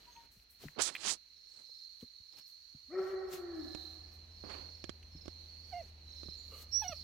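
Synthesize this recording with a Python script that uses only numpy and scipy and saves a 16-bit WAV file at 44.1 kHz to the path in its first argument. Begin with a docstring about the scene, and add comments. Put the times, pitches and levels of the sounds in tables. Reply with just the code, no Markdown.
"""Insects sing over a low rumble; after a faint rustle a puppy sniffs, licks, ticks, whines and steps close by.
Fingers then rub and tap the camera by its right port, a far dog howls, an engine drone swells; last come
whimpers, a sigh and nasal whistles. Voices are harmonic sums, hisses are shaped noise, and knocks are
decaying modes. Resonators and sparse decaying echoes supply the insects' rasp and the reverberation."""
import sys
import numpy as np
from scipy import signal
from scipy.io import wavfile
from scipy.ndimage import uniform_filter1d

SR = 44100
rng = np.random.default_rng(int(sys.argv[2]) if len(sys.argv) > 2 else 0)


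def natural_amplitude(level_db):
    """Convert a level in decibels to a linear amplitude factor, elementwise."""
    exponent = np.asarray(level_db, float) / 20
    return 10 ** exponent


def wrap_up_sound(samples):
    """Save the sound to the file named by the first command line argument, as 16-bit audio."""
    columns = np.atleast_2d(samples).T
    # keep every value between -1 and 1, then stretch to whole-number steps
    tamed = np.clip(columns, -1, 1)
    steps = np.round(tamed * 32767).astype(np.int16)
    wavfile.write(sys.argv[1], SR, steps)


N = 310023
T = np.arange(N) / SR

# swelling insect band: (time [s], level [dB], centre frequency [Hz])
INSECT_BAND = [(0, -62, 4250), (.47, -67.5, 4227), (1, -56, 4220), (1.25, -62.5, 4225), (1.8, -53.5, 4228),
               (2.12, -59, 4233), (2.7, -57.5, 4283), (3.28, -60.5, 4267), (3.55, -57, 4273),
               (3.82, -49, 4130), (4.05, -57.5, 4250), (4.3, -61, 4210), (4.55, -49.5, 4354),
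               (5, -62.5, 4243), (5.45, -55, 4237), (5.72, -56, 4370), (5.97, -63.5, 4208),
               (6.2, -50.5, 4166), (6.46, -53, 4207), (6.68, -59.5, 4280), (7.03, -49.5, 4334)]
CHORUS_MEAN_DB = -58
# engine drone: (time [s], firing frequency [Hz], tone level [dB])
ENGINE = [(0, 79.1, -84), (2.4, 81.1, -91.5), (2.9, 80.5, -80), (3.4, 80.45, -65), (3.8, 81.48, -59.5),
          (5.6, 81.64, -58), (6.15, 77.4, -58), (6.7, 79.5, -58), (7.03, 79.2, -56.5)]
RUMBLE_NEAR_DB = -68.5
# likeness of left and right in the far sounds: (frequency [Hz], correlation [0-1])
LIKENESS = [(60, 0.86), (180, 0.9), (550, 0.5), (1650, 0.01), (4970, 0.027), (15000, 0.033)]


def read(points, hz):
    """Interpolation on a logarithmic frequency axis."""
    f, value = np.transpose(points)
    return np.interp(np.log(hz + 1), np.log(f + 1), value)


def joined(tables, t, edge=0.028):
    """Linear interpolation of the columns at times t, and a gate with ramps of edge seconds around each table."""
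    s, *columns = np.transpose(np.concatenate(tables))
    gates = [np.clip(np.minimum(t - r[0][0], r[-1][0] - t) / edge + 1, 0, 1) for r in tables]
    return np.max(gates, 0), [np.interp(t, s, c) for c in columns]


def panned(pan_db):
    """Interchannel level difference (left minus right): two gains whose mean is 1."""
    ratio = natural_amplitude(pan_db)
    return np.array([2 * ratio / (1 + ratio), 2 / (1 + ratio)])


def wander(smooth_s):
    """Low-pass random modulation: noise averaged twice over smooth_s, scaled to rms 1."""
    span = max(int(smooth_s * SR), 2)
    x = uniform_filter1d(uniform_filter1d(rng.standard_normal(N), span), span)
    return x / x.std()


def noise(gain, same, size, patchy_db=1.0):
    """Spectral shaping of noise by gain(hz, t), with correlation same(hz) and random patches."""
    hz, t, z = signal.stft(rng.standard_normal((3, N)), SR, nperseg=size, noverlap=size * 3 // 4)
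    hz = hz[:, None]
    patches = uniform_filter1d(uniform_filter1d(abs(z[2]), size=10, axis=0), size=24, axis=1)
    patches = patches - patches.mean()
    c = np.clip(same(hz), -1, 1)
    pair = np.array([z[0], c * z[0] + np.sqrt(1 - c ** 2) * z[1]])
    pair *= gain(hz, t) * natural_amplitude(patchy_db * patches / patches.std())
    return signal.istft(pair, SR, nperseg=size, noverlap=size * 3 // 4)[1][:, :N]


def resonate(x, hz, width_hz):
    """Heterodyne resonator: shifts the curve hz to zero, smooths by two equal poles and shifts back."""
    turn = np.exp(2j * np.pi * np.cumsum(hz) / SR)
    r = np.exp(-np.pi * width_hz / SR)
    smooth = signal.lfilter([(1 - r) ** 2], [1, -2 * r, r * r], x / turn + 1e-18)
    return 2 * (turn * smooth).real


def add(mix, s, sound, pan_db):
    """Superposition: adds a short sound to the mix at time s."""
    part = mix[:, round(s * SR):][:, :len(sound)]
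    part += panned(pan_db)[:, None] * sound[:part.shape[1]]


def tail(decays, gap_s):
    """Reverberation: sparse echoes of random sign after gap_s, each band with its own decay time."""
    taps = np.zeros((2, 2 * SR))
    at = np.arange(int(gap_s * SR), 2 * SR - 20, 20)
    at = at + rng.integers(0, 20, (2, len(at)))
    np.put_along_axis(taps, at, rng.choice([-1., 1.], at.shape), 1)
    taps[1] = 0.5 * taps[0] + 1.86 * taps[1]
    hz, t, z = signal.stft(taps, SR, nperseg=512)
    out = signal.istft(z * natural_amplitude(-60 * t / read(decays, hz)[:, None]), SR, nperseg=512)[1]
    return out / np.linalg.norm(out[0])


def chorus():
    """Resonance: the rasp of many insects excites two close wing resonances and throbs near 39 Hz."""
    strands, strand_spread_hz, strand_db = 4, 129.6, -6  # single singers that waver inside the band
    _, (level_db, hz) = joined([INSECT_BAND], T)
    pan_db = -4.5 - 0.28 * (level_db - CHORUS_MEAN_DB)  # the swells come from the right
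    throb = 1 + 0.18 * np.sin(2 * np.pi * np.cumsum(39 * (1 + 0.029 * wander(0.28))) / SR)
    a, b = rng.standard_normal((2, 2, N))
    pair = np.array([a, .5 * a + 1.9 * b]) * throb
    rasp = resonate(pair[:, 0], hz - 80, width_hz=253) + resonate(pair[:, 1], hz + 80, width_hz=250)
    for _ in range(strands):
        strand_hz = hz + strand_spread_hz * wander(0.1225)
        strand = resonate(rng.standard_normal(N) * throb ** 2, strand_hz, width_hz=54)
        rasp += natural_amplitude(strand_db) * rasp.std() * strand / strand.std() / np.sqrt(strands)
    return rasp / rasp.std() * natural_amplitude(level_db) * panned(pan_db)


def crickets():
    """Amplitude modulation: each phrase is a row of soft tone pulses under an arch, blurred by distance."""
    # phrases: (centre of first pulse [s], pitch [Hz], relative level [dB])
    phrases = [(0, 5330, -72), (1.373, 5370, -60.5), (1.665, 5300, -56.5), (1.743, 5840, -78),
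               (2.202, 5500, -78), (2.289, 5340, -57.5), (2.945, 5320, -58.5), (2.995, 6100, -64.5),
               (3.198, 5360, -61.5), (3.555, 5280, -57), (3.95, 5380, -63), (4.2, 6030, -78),
               (4.322, 5280, -58.5), (4.706, 5410, -56.5), (4.993, 6030, -67), (5.133, 5300, -52),
               (5.295, 5980, -68), (5.65, 5530, -58), (5.706, 6100, -64), (6.081, 5430, -56.5),
               (6.103, 6250, -60.5), (6.173, 5310, -51), (6.923, 5320, -50)]
    pulse_count, pulse_s = 5, .0435
    mix = np.zeros((2, N))
    for first, hz, db in phrases:
        t = np.arange(0, pulse_count * pulse_s, 1 / SR)
        pulses = 0.28 + np.sin(np.pi * t / pulse_s) ** 4
        arch = abs(np.sin(np.pi * t / t[-1])) ** 0.27
        blur = resonate(rng.standard_normal(SR)[:len(t)], np.full(len(t), hz), width_hz=180)
        tone = np.sin(2 * np.pi * hz * t) + 0.57 * blur / blur.std()
        add(mix, max(first - pulse_s / 2, 0), natural_amplitude(db - 10.5) * arch * pulses * tone, -14)
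    return mix


def rumble_db(t):
    """Power sum of two rumbles: the engine's, which grows with its tone, and one that fades from the start."""
    tone_db = joined([ENGINE], t)[1][1]
    engine_db = RUMBLE_NEAR_DB + 0.65 * (tone_db + 59)
    first_db = -75.5 - 11 * t
    return 20 * np.log10(np.hypot(natural_amplitude(engine_db), natural_amplitude(first_db)))


def drone():
    """Periodic combustion: a wavering firing tone with weak higher orders over low rumble."""
    # rumble spectrum: (frequency [Hz], relative level [dB])
    rumble_colour = [(28, -30.5), (42, -1.5), (60, -2), (75, 3), (100, -16.5), (250, -18), (500, -21.5),
                     (1000, -28), (2500, -63.5)]
    _, (hz, tone_db) = joined([ENGINE], T)
    phase = 2 * np.pi * np.cumsum(hz * (1 + 0.01126 * wander(0.034))) / SR
    tone = np.sin(phase) + natural_amplitude(-22) * np.sin(9 / 4 * phase) + natural_amplitude(-24) * np.sin(11 / 4 * phase)
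    rumble = noise(lambda f, t: natural_amplitude(rumble_db(t) + read(rumble_colour, f) + 32.5),
                   lambda f: read(LIKENESS, f), size=2048)
    return np.sqrt(2) * natural_amplitude(tone_db + 0.98 * wander(0.026)) * tone + rumble


def air():
    """Diffuse field: a far wash whose treble swells with the insects and whose lower part with the rumble."""
    # spectrum of the wash: (frequency [Hz], relative level [dB])
    wash_colour = [(30, -31.5), (95, -32), (165, -47), (330, -46), (600, -43), (2000, -31), (3500, -29),
                   (4900, -26), (5700, -19.5), (6500, -24), (7300, -30.5), (7800, -36.5), (12000, -34),
                   (15000, -35)]
    # balance of the wash: (frequency [Hz], left minus right [dB])
    wash_balance = [(60, 10), (130, -1), (290, -7), (640, 3.5), (1410, 1), (3100, 1.5), (6820, -4),
                    (15000, 4.5)]

    def gain(hz, t):
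        treble_db = 0.66 * (joined([INSECT_BAND], t)[1][0] - CHORUS_MEAN_DB)
        middle_db = 10.5 + 0.31 * (rumble_db(t) - RUMBLE_NEAR_DB)
        high = read([(2500, 0), (6000, 1)], hz)
        swell_db = high * treble_db + (1 - high) * middle_db
        return natural_amplitude(-41.5 + read(wash_colour, hz) + swell_db) * panned(read(wash_balance, hz))
    return noise(gain, lambda hz: read(LIKENESS, hz), size=1024, patchy_db=.7)


def sniffs():
    """Broadband noise: sniffs, licks and a faint opening rustle hiss brightly, with a low part of their own."""
    # hisses: (start [s], peak [s], end [s], relative peak level [dB], relative level of the low part [dB])
    hiss_list = [(0, 0.157, 0.26, -80.5, 4.5), (0.312, 0.32, 0.44, -71.5, -15),
                 (0.494, 0.508, .585, -65.5, -41), (0.583, 0.627, 0.75, -64.5, -0.5),
                 (1.996, 2.014, 2.05, -69, -6.5), (2.357, 2.388, 2.42, -66, -1),
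                 (2.463, 2.481, 2.55, -67.5, -27), (2.98, 3.078, 3.15, -75, 4.5),
                 (3.278, 3.335, 3.446, -54, -3.5), (3.55, 3.754, 3.95, -78.5, -4),
                 (4.117, 4.144, 4.17, -74.5, -18), (5.67, 5.72, 5.9, -79, 0.5),
                 (6.45, 6.628, 6.66, -60.5, -7), (6.694, 6.825, 7.05, -65.5, -8)]
    # hiss spectrum: (frequency [Hz], relative level [dB])
    hiss_colour = [(150, 9), (600, 1.5), (3000, 4), (6000, 2.5), (9000, -7), (12000, -2.5), (15000, -2.5),
                   (16500, -11)]
    quiet_db, fade_db_per_db = -80, 1.13  # each hiss rises from and sinks towards quiet
    hisses = []
    for *times, db, low_db in hiss_list:
        edge_db = db + fade_db_per_db * (quiet_db - db)
        hisses.append([(s, point_db, low_db) for s, point_db in zip(times, (edge_db, db, edge_db))])

    def gain(hz, t):
        gate, (level_db, low_db) = joined(hisses, t, 0.01)
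        low = read([(3000, 1), (9000, 0)], hz)
        return gate * natural_amplitude(level_db + read(hiss_colour, hz) + low * low_db + 9.5) * panned(1.3)[:, None, None]
    return noise(gain, lambda hz: .4, size=256, patchy_db=1.2)


def ticks():
    """Damped resonance: short noise bursts of tongue and claws ring one broad mode each."""
    # ticks: (start [s], peak level [dB], ring frequency [Hz], left minus right [dB])
    tick_list = [(0.055, -57.5, 2800, -20), (0.163, -53.5, 2780, -18), (.27, -62, 2700, -1),
                 (0.396, -59, 2900, 1), (.683, -42.5, 1920, 14), (.751, -58, 2140, -9),
                 (0.898, -38.5, 1800, -1), (.951, -29, 2500, -6), (.962, -34.5, 2490, -0.5),
                 (1.093, -34, 2840, -1), (2.009, -52.5, 3320, -3), (2.325, -44, 4320, -13),
                 (5.028, -53, 2523, -1)]
    mix, t = np.zeros((2, N)), np.arange(6000) / SR
    for s, db, hz, pan_db in tick_list:
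        burst = rng.standard_normal(len(t)) * natural_amplitude(-60 * t / 0.022) * np.minimum(t / 0.00048, 1)
        ring = resonate(burst, np.full(len(t), hz), width_hz=980) + 0.026 * burst
        add(mix, s, natural_amplitude(db) * ring / abs(ring).max(), pan_db)
    return mix


def whistle_tones(tables, second_db, pan_db):
    """Near-sinusoidal oscillation: a tone of slightly unsteady pitch with a faint octave."""
    gate, (hz, level_db) = joined(tables, T, 0.001)
    phase = 2 * np.pi * np.cumsum(hz * (1 + 0.0049 * wander(0.00084))) / SR
    tone = np.sin(phase) + natural_amplitude(second_db) * np.sin(2 * phase)
    return np.sqrt(2) * gate * natural_amplitude(level_db) * tone * panned(pan_db)[:, None]


def faint_whines():
    """Exponential envelope: each whine rises quickly and trails off about one pitch."""
    # whines and whistles: (start [s], length [s], pitch [Hz], greatest rms level [dB], left minus right [dB])
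    whine_list = [(0.064, 0.093, 964, -58.5, 8), (0.105, .2, 6360, -66, -8), (0.151, 0.15, 929, -55.5, 6),
                  (6.364, 0.25, 7000, -65, -12)]
    rise_s, start_db, end_db = 0.024, -18, -32.5  # ends are relative to the peak
    total = 0
    for s, length, hz, db, pan_db in whine_list:
        course = [(s, hz, db + start_db), (s + rise_s, hz, db), (s + length, hz, db + end_db)]
        total = total + whistle_tones([course], second_db=-22, pan_db=pan_db)
    return total


def thumps():
    """Impact on padding: paws and body excite two damped partials while cloth crumples under the weight."""
    # thumps: (start [s], relative strength [dB], ring frequency [Hz], t60 [s], left minus right [dB])
    thump_list = [(0.363, -54, 102.5, 0.059, 1.5), (0.613, -67, 414, 0.08, -1), (0.636, -44, 385, 0.042, 3),
                  (0.649, -47.5, 149, 0.11, 2), (1.692, -61.5, 484, 0.029, -17),
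                  (2.025, -45, 244, 0.057, 2), (2.201, -61.5, 91, 0.057, 2),
                  (2.742, -53.5, 141, 0.075, 1.5), (5.146, -54.5, 164, 0.12, 1.0),
                  (6.253, -51.5, 220, 0.05, -15), (6.283, -44.5, 169.8, 0.037, -22),
                  (6.89, -52, 160, 0.06, 2)]
    mix, t = np.zeros((2, N)), np.arange(6000) / SR
    for s, db, hz, t60, pan_db in thump_list:
        ring = np.sin(2 * np.pi * hz * t)
        ring += 0.75 * np.sin(2 * np.pi * 1.85 * hz * t) * natural_amplitude(-40 * t / t60)
        grain = int(0.305 * SR / hz)  # cloth grain, as a share of the ring's cycle
        cloth = uniform_filter1d(rng.standard_normal(len(t)), size=grain)
        ring += .7 * np.sqrt(grain) * uniform_filter1d(cloth, size=grain)
        add(mix, s, natural_amplitude(db + 7 - 60 * t / t60) * np.minimum(t / 0.0077, 1) * ring, pan_db)
    return mix


def rubs():
    """Friction: skin dragged over the right port gives grainy noise, weak in the left channel up to 9 kHz."""
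    # strokes: (time [s], relative pressure level [dB], speed as treble lift [dB])
    strokes = [
        [(.765, -68.5, -28), (.785, -54, -38), (.792, -37.5, -21), (.808, -38.5, -6), (.82, -48, 16),
         (.845, -53, 11.5), (.89, -48.5, 1.5), (.915, -63, -4), (.958, -63, -5)],
        [(.962, -68.5, -5), (1.03, -55, -1.5), (1.06, -44.5, -1.5), (1.1, -46.5, 6.5), (1.14, -56.5, 9.5),
         (1.18, -84, -5)],
        [(1.48, -96, 13), (1.6, -73, -2), (1.69, -100, 2)],
        [(2.31, -101, 3), (2.335, -76.5, -4), (2.42, -90, -4)],
        [(4.44, -67, -37), (4.485, -68, -27), (4.5, -55, -15), (4.64, -66.5, -26), (4.72, -77, -24)],
    ]
    # friction spectrum: (frequency [Hz], relative level [dB])
    friction_colour = [(60, -4), (350, 8.5), (2000, -3), (4500, 2.5), (7500, -0.5), (10000, -8.5),
                       (12500, -32), (16000, -27)]
    balance = [(300, -19.5), (2500, -31.5), (9000, -37.0), (14000, 0.0)]  # (Hz, left minus right dB)

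    def gain(hz, t):
        gate, (level_db, treble_db) = joined(strokes, t, 0.0057)
        bass_db = -8 - 0.35 * treble_db - 0.22 * (level_db + 50)  # slow, light strokes rumble more
        treble = read([(2500, 0), (7000, 1)], hz)
        bass = read([(400, 1), (1500, 0)], hz)
        colour_db = read(friction_colour, hz) + treble * treble_db + bass * bass_db
        return gate * natural_amplitude(level_db + colour_db + 10.5) * panned(read(balance, hz))
    return noise(gain, lambda hz: .2, size=256, patchy_db=1.03) * natural_amplitude(2.7 * wander(0.0003))


def taps():
    """Modal excitation: a hard fingertip's crack sounds together with the modes of the camera body."""
    # taps: (start [s], relative strength [dB], relative bass level [dB], left minus right [dB])
    tap_list = [(0.788, -39.5, -14, -30), (3.749, -40, 0, -37), (4.4386, -66.5, 24, -20),
                (4.8415, -37.5, 0, -33), (4.8937, -34.5, -2, -35), (5.258, -49.5, 2.5, -18.5),
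                (5.2802, -44, 6.5, -41), (6.2325, -48.5, 4, -32), (6.286, -60, 14.5, -14)]
    # body modes: (frequency [Hz], relative level [dB], t60 [s])
    body_modes = [(252, -4, 0.0092), (348, 6.5, 0.024), (566, 3, 0.013), (1130, -2.5, 0.013)]
    mix, t = np.zeros((2, N)), np.arange(6000) / SR
    body = sum(natural_amplitude(db - 60 * t / t60) * np.sin(2 * np.pi * hz * t) for hz, db, t60 in body_modes)
    dull = signal.butter(4, 5800, fs=SR)
    for s, db, bass_db, pan_db in tap_list:
        crack = 0.7 * rng.standard_normal(len(t)) * natural_amplitude(-60 * t / 0.028)
        crack[[0, 6]] += 3.5, -3  # two clicks of opposite sign
        add(mix, s, natural_amplitude(db + 3.5) * (signal.lfilter(*dull, crack) + natural_amplitude(bass_db - 10.0) * body), pan_db)
    return mix


def howl():
    """Source and filter: a clean fundamental, hoarse overtones and half lines reverberate in the yard."""
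    # course of the howl: (time [s], pitch [Hz], relative fundamental level [dB])
    howl_course = [(2.887, 245.2, -63), (2.932, 362.5, -43), (2.992, 383.6, -30.5), (3.067, 372, -50),
                   (3.09, 387.3, -52), (3.141, 384, -34.5), (3.199, 377.6, -62), (3.23, 374.6, -44),
                   (3.33, 370.1, -46.5), (3.421, 351.3, -45.5), (3.52, 339.2, -45), (3.6, 311.5, -42),
                   (3.639, 278, -54), (3.69, 223, -64)]
    # throat response: (frequency [Hz], relative level [dB])
    throat = [(500, 3), (727, 7), (950, -8), (1170, 4), (1450, -0.5), (1700, -6), (1900, 0), (2150, -12.5),
              (2400, -13), (2800, -52)]
    # reverberation of the yard: (frequency [Hz], t60 [s])
    yard_decay = [(200, 0.76), (400, 1.21), (800, 2.3), (1800, 1.78), (4000, 0.61)]
    open_s, close_s = 0.053, 0.018  # mouth movements
    gate, (hz, fundamental_db) = joined([howl_course], T, 0.0041)
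    start, end = howl_course[0][0], howl_course[-1][0]
    mouth = np.clip(np.minimum((T - start) / open_s, (end - T) / close_s), 0, 1)
    overtones = mouth ** 2 * natural_amplitude(-47 - 23.5 * (T - start))  # they fade steadily as the breath runs out
    phase = 2 * np.pi * np.cumsum(hz * (1 + 0.0043 * wander(0.0033))) / SR
    voice = natural_amplitude(fundamental_db) * (np.sin(phase) + natural_amplitude(-31.5) * np.sin(phase / 2) * wander(0.014))
    for k in np.arange(1.5, 8, .5):
        flutter = wander(.011)
        if k % 1 == 0:
            folds = 0.4 + 0.5 * flutter
        else:  # a strong fundamental comes with half lines
            folds = 0.33 * flutter * natural_amplitude(fundamental_db + 44.5)
        line = np.sin(k * phase + 6 * rng.random())
        voice += overtones * natural_amplitude(read(throat, k * hz) - 7.5) * folds * line
    breath = noise(lambda f, t: natural_amplitude(read([(250, -40)] + throat, f) - 2.5), lambda f: 1, size=1024)[0]
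    # a steady ring near 1.7 kHz that lingers late in the howl
    late_ring = resonate(rng.standard_normal(N), np.full(N, 1726), width_hz=80)
    late_ring *= natural_amplitude(-68.5) * np.exp(-((T - 3.58) / .18) ** 2) / late_ring.std()
    source = np.sqrt(2) * gate * (voice + overtones * breath) + late_ring
    wet = signal.fftconvolve(source[None], tail(yard_decay, .03), axes=1)[:, :N]
    return (natural_amplitude(-1.5) * source + natural_amplitude(-9.5) * wet) * panned(3.2)[:, None]


def whimpers():
    """Harmonic series: a moving, mostly falling pitch whose overtones pass the nose or the open mouth."""
    # voiced cries, one table each: (time [s], pitch [Hz], fundamental rms level [dB], mouth opening [0-1])
    cries = [
        [(5.717, 786, -70, 0.71), (5.731, 751, -44.5, 0.6), (5.738, 696.4, -41.5, 0), (5.775, 713.5, -42, 0.1),
         (5.81, 667, -45.5, 0), (5.822, 566, -59.5, 0), (5.84, 440, -68, 0)],
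        [(6.812, 858, -67, 0.54), (6.822, 873, -40, .4), (6.834, 852, -44, 0.88), (6.844, 765, -47.5, 0.86)],
        [(6.846, 733, -46, 0.84), (6.866, 729, -44, 0.65), (6.89, 704, -60, 0.7)],
        [(6.891, 725, -47.5, 0.64), (6.915, 696, -50.5, 1), (6.932, 600, -44.5, 0.63), (6.95, 570, -68, 0)],
    ]
    # overtones through the open mouth: (frequency [Hz], level against the fundamental [dB])
    open_mouth = [(1150, 16.5), (1400, -11), (1750, -8.5), (2050, -19), (2400, -11), (2800, -6), (3500, -9),
                  (4500, -10), (9000, -42)]
    # overtones through the nose alone: (frequency [Hz], level against the fundamental [dB])
    nose_only = [(1100, -30), (1400, -42), (1800, -22), (2100, -17.5), (2800, -24), (3300, -40),
                 (9000, -68)]
    gate, (hz, level_db, mouth) = joined(cries, T, 0.0033)
    mouth = np.clip(mouth, 0, 1)
    phase = 2 * np.pi * np.cumsum(hz * (1 + 0.0058 * wander(0.0024))) / SR
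    voice = np.sin(phase)
    for k in range(2, 12):
        overtone_db = mouth * read(open_mouth, k * hz) + (1 - mouth) * read(nose_only, k * hz)
        voice += natural_amplitude(overtone_db + 1.9 * wander(0.0055)) * np.sin(k * phase)  # each overtone flickers
    return np.sqrt(2) * gate * natural_amplitude(level_db) * voice * panned(-6)[:, None]


def sigh():
    """Formant resonance: breath noise rings in the open mouth."""
    # course of the breath: (time [s], level [dB])
    sigh_course = [(6.505, -75), (6.52, -58.5), (6.55, -58), (6.59, -65.5), (6.68, -75)]
    # mouth resonances: (frequency [Hz], width of each smoothing pole [Hz], relative level [dB])
    formants = [(483, 220, 1.5), (1210, 130, 0.5), (2856, 240, -2), (2240, 300, -8.5)]
    gate, (level_db,) = joined([sigh_course], T)
    breath = rng.standard_normal(N)
    rings = 0
    for hz, width_hz, db in formants:
        rings = rings + natural_amplitude(db) * resonate(breath, np.full(N, hz), width_hz) / np.sqrt(width_hz)
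    return gate * natural_amplitude(level_db) * rings / rings.std()


def nasal_whistles():
    """Near-sinusoidal oscillation: thin, high whistles in the nose."""
    # whistles, one table each: (time [s], pitch [Hz], fundamental rms level [dB])
    nose_courses = [
        [(6.712, 5370, -63), (6.73, 5530, -38.5), (6.76, 5725, -30), (6.79, 5812, -36), (6.82, 5800, -42),
         (6.83, 5750, -56), (6.848, 5640, -58)],
        [(6.872, 5920, -84), (6.882, 5760, -35.5), (6.892, 5710, -43.5), (6.902, 5840, -79)],
    ]
    return whistle_tones(nose_courses, second_db=-52, pan_db=-17)


def scene():
    """Superposition of all sources; the puppy's voice and breath get short echoes from the enclosure."""
    near = whimpers() + nasal_whistles() + faint_whines() + sigh()
    echoes = tail([(500, 0.11), (6000, 0.27)], 0.0047)  # (Hz, t60 s)
    pen = signal.fftconvolve(near.mean(0)[None], echoes, axes=1)[:, :N]
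    backdrop = chorus() + crickets() + drone() + air()
    contacts = ticks() + thumps() + rubs() + taps()
    return near + natural_amplitude(-16) * pen + backdrop + sniffs() + contacts + howl()


def roll_off(x):
    """The treble ends steeply here."""
    return signal.sosfilt(signal.butter(12, 16120, fs=SR, output="sos"), x)


def record(dry):
    """High-pass filtering: the microphone's low cut at 37 Hz."""
    low_cut = signal.butter(4, 37, 'high', fs=SR, output='sos')
    finished = signal.sosfilt(low_cut, dry)
    return roll_off(finished)


dry = scene()
out = record(dry)
wrap_up_sound(out)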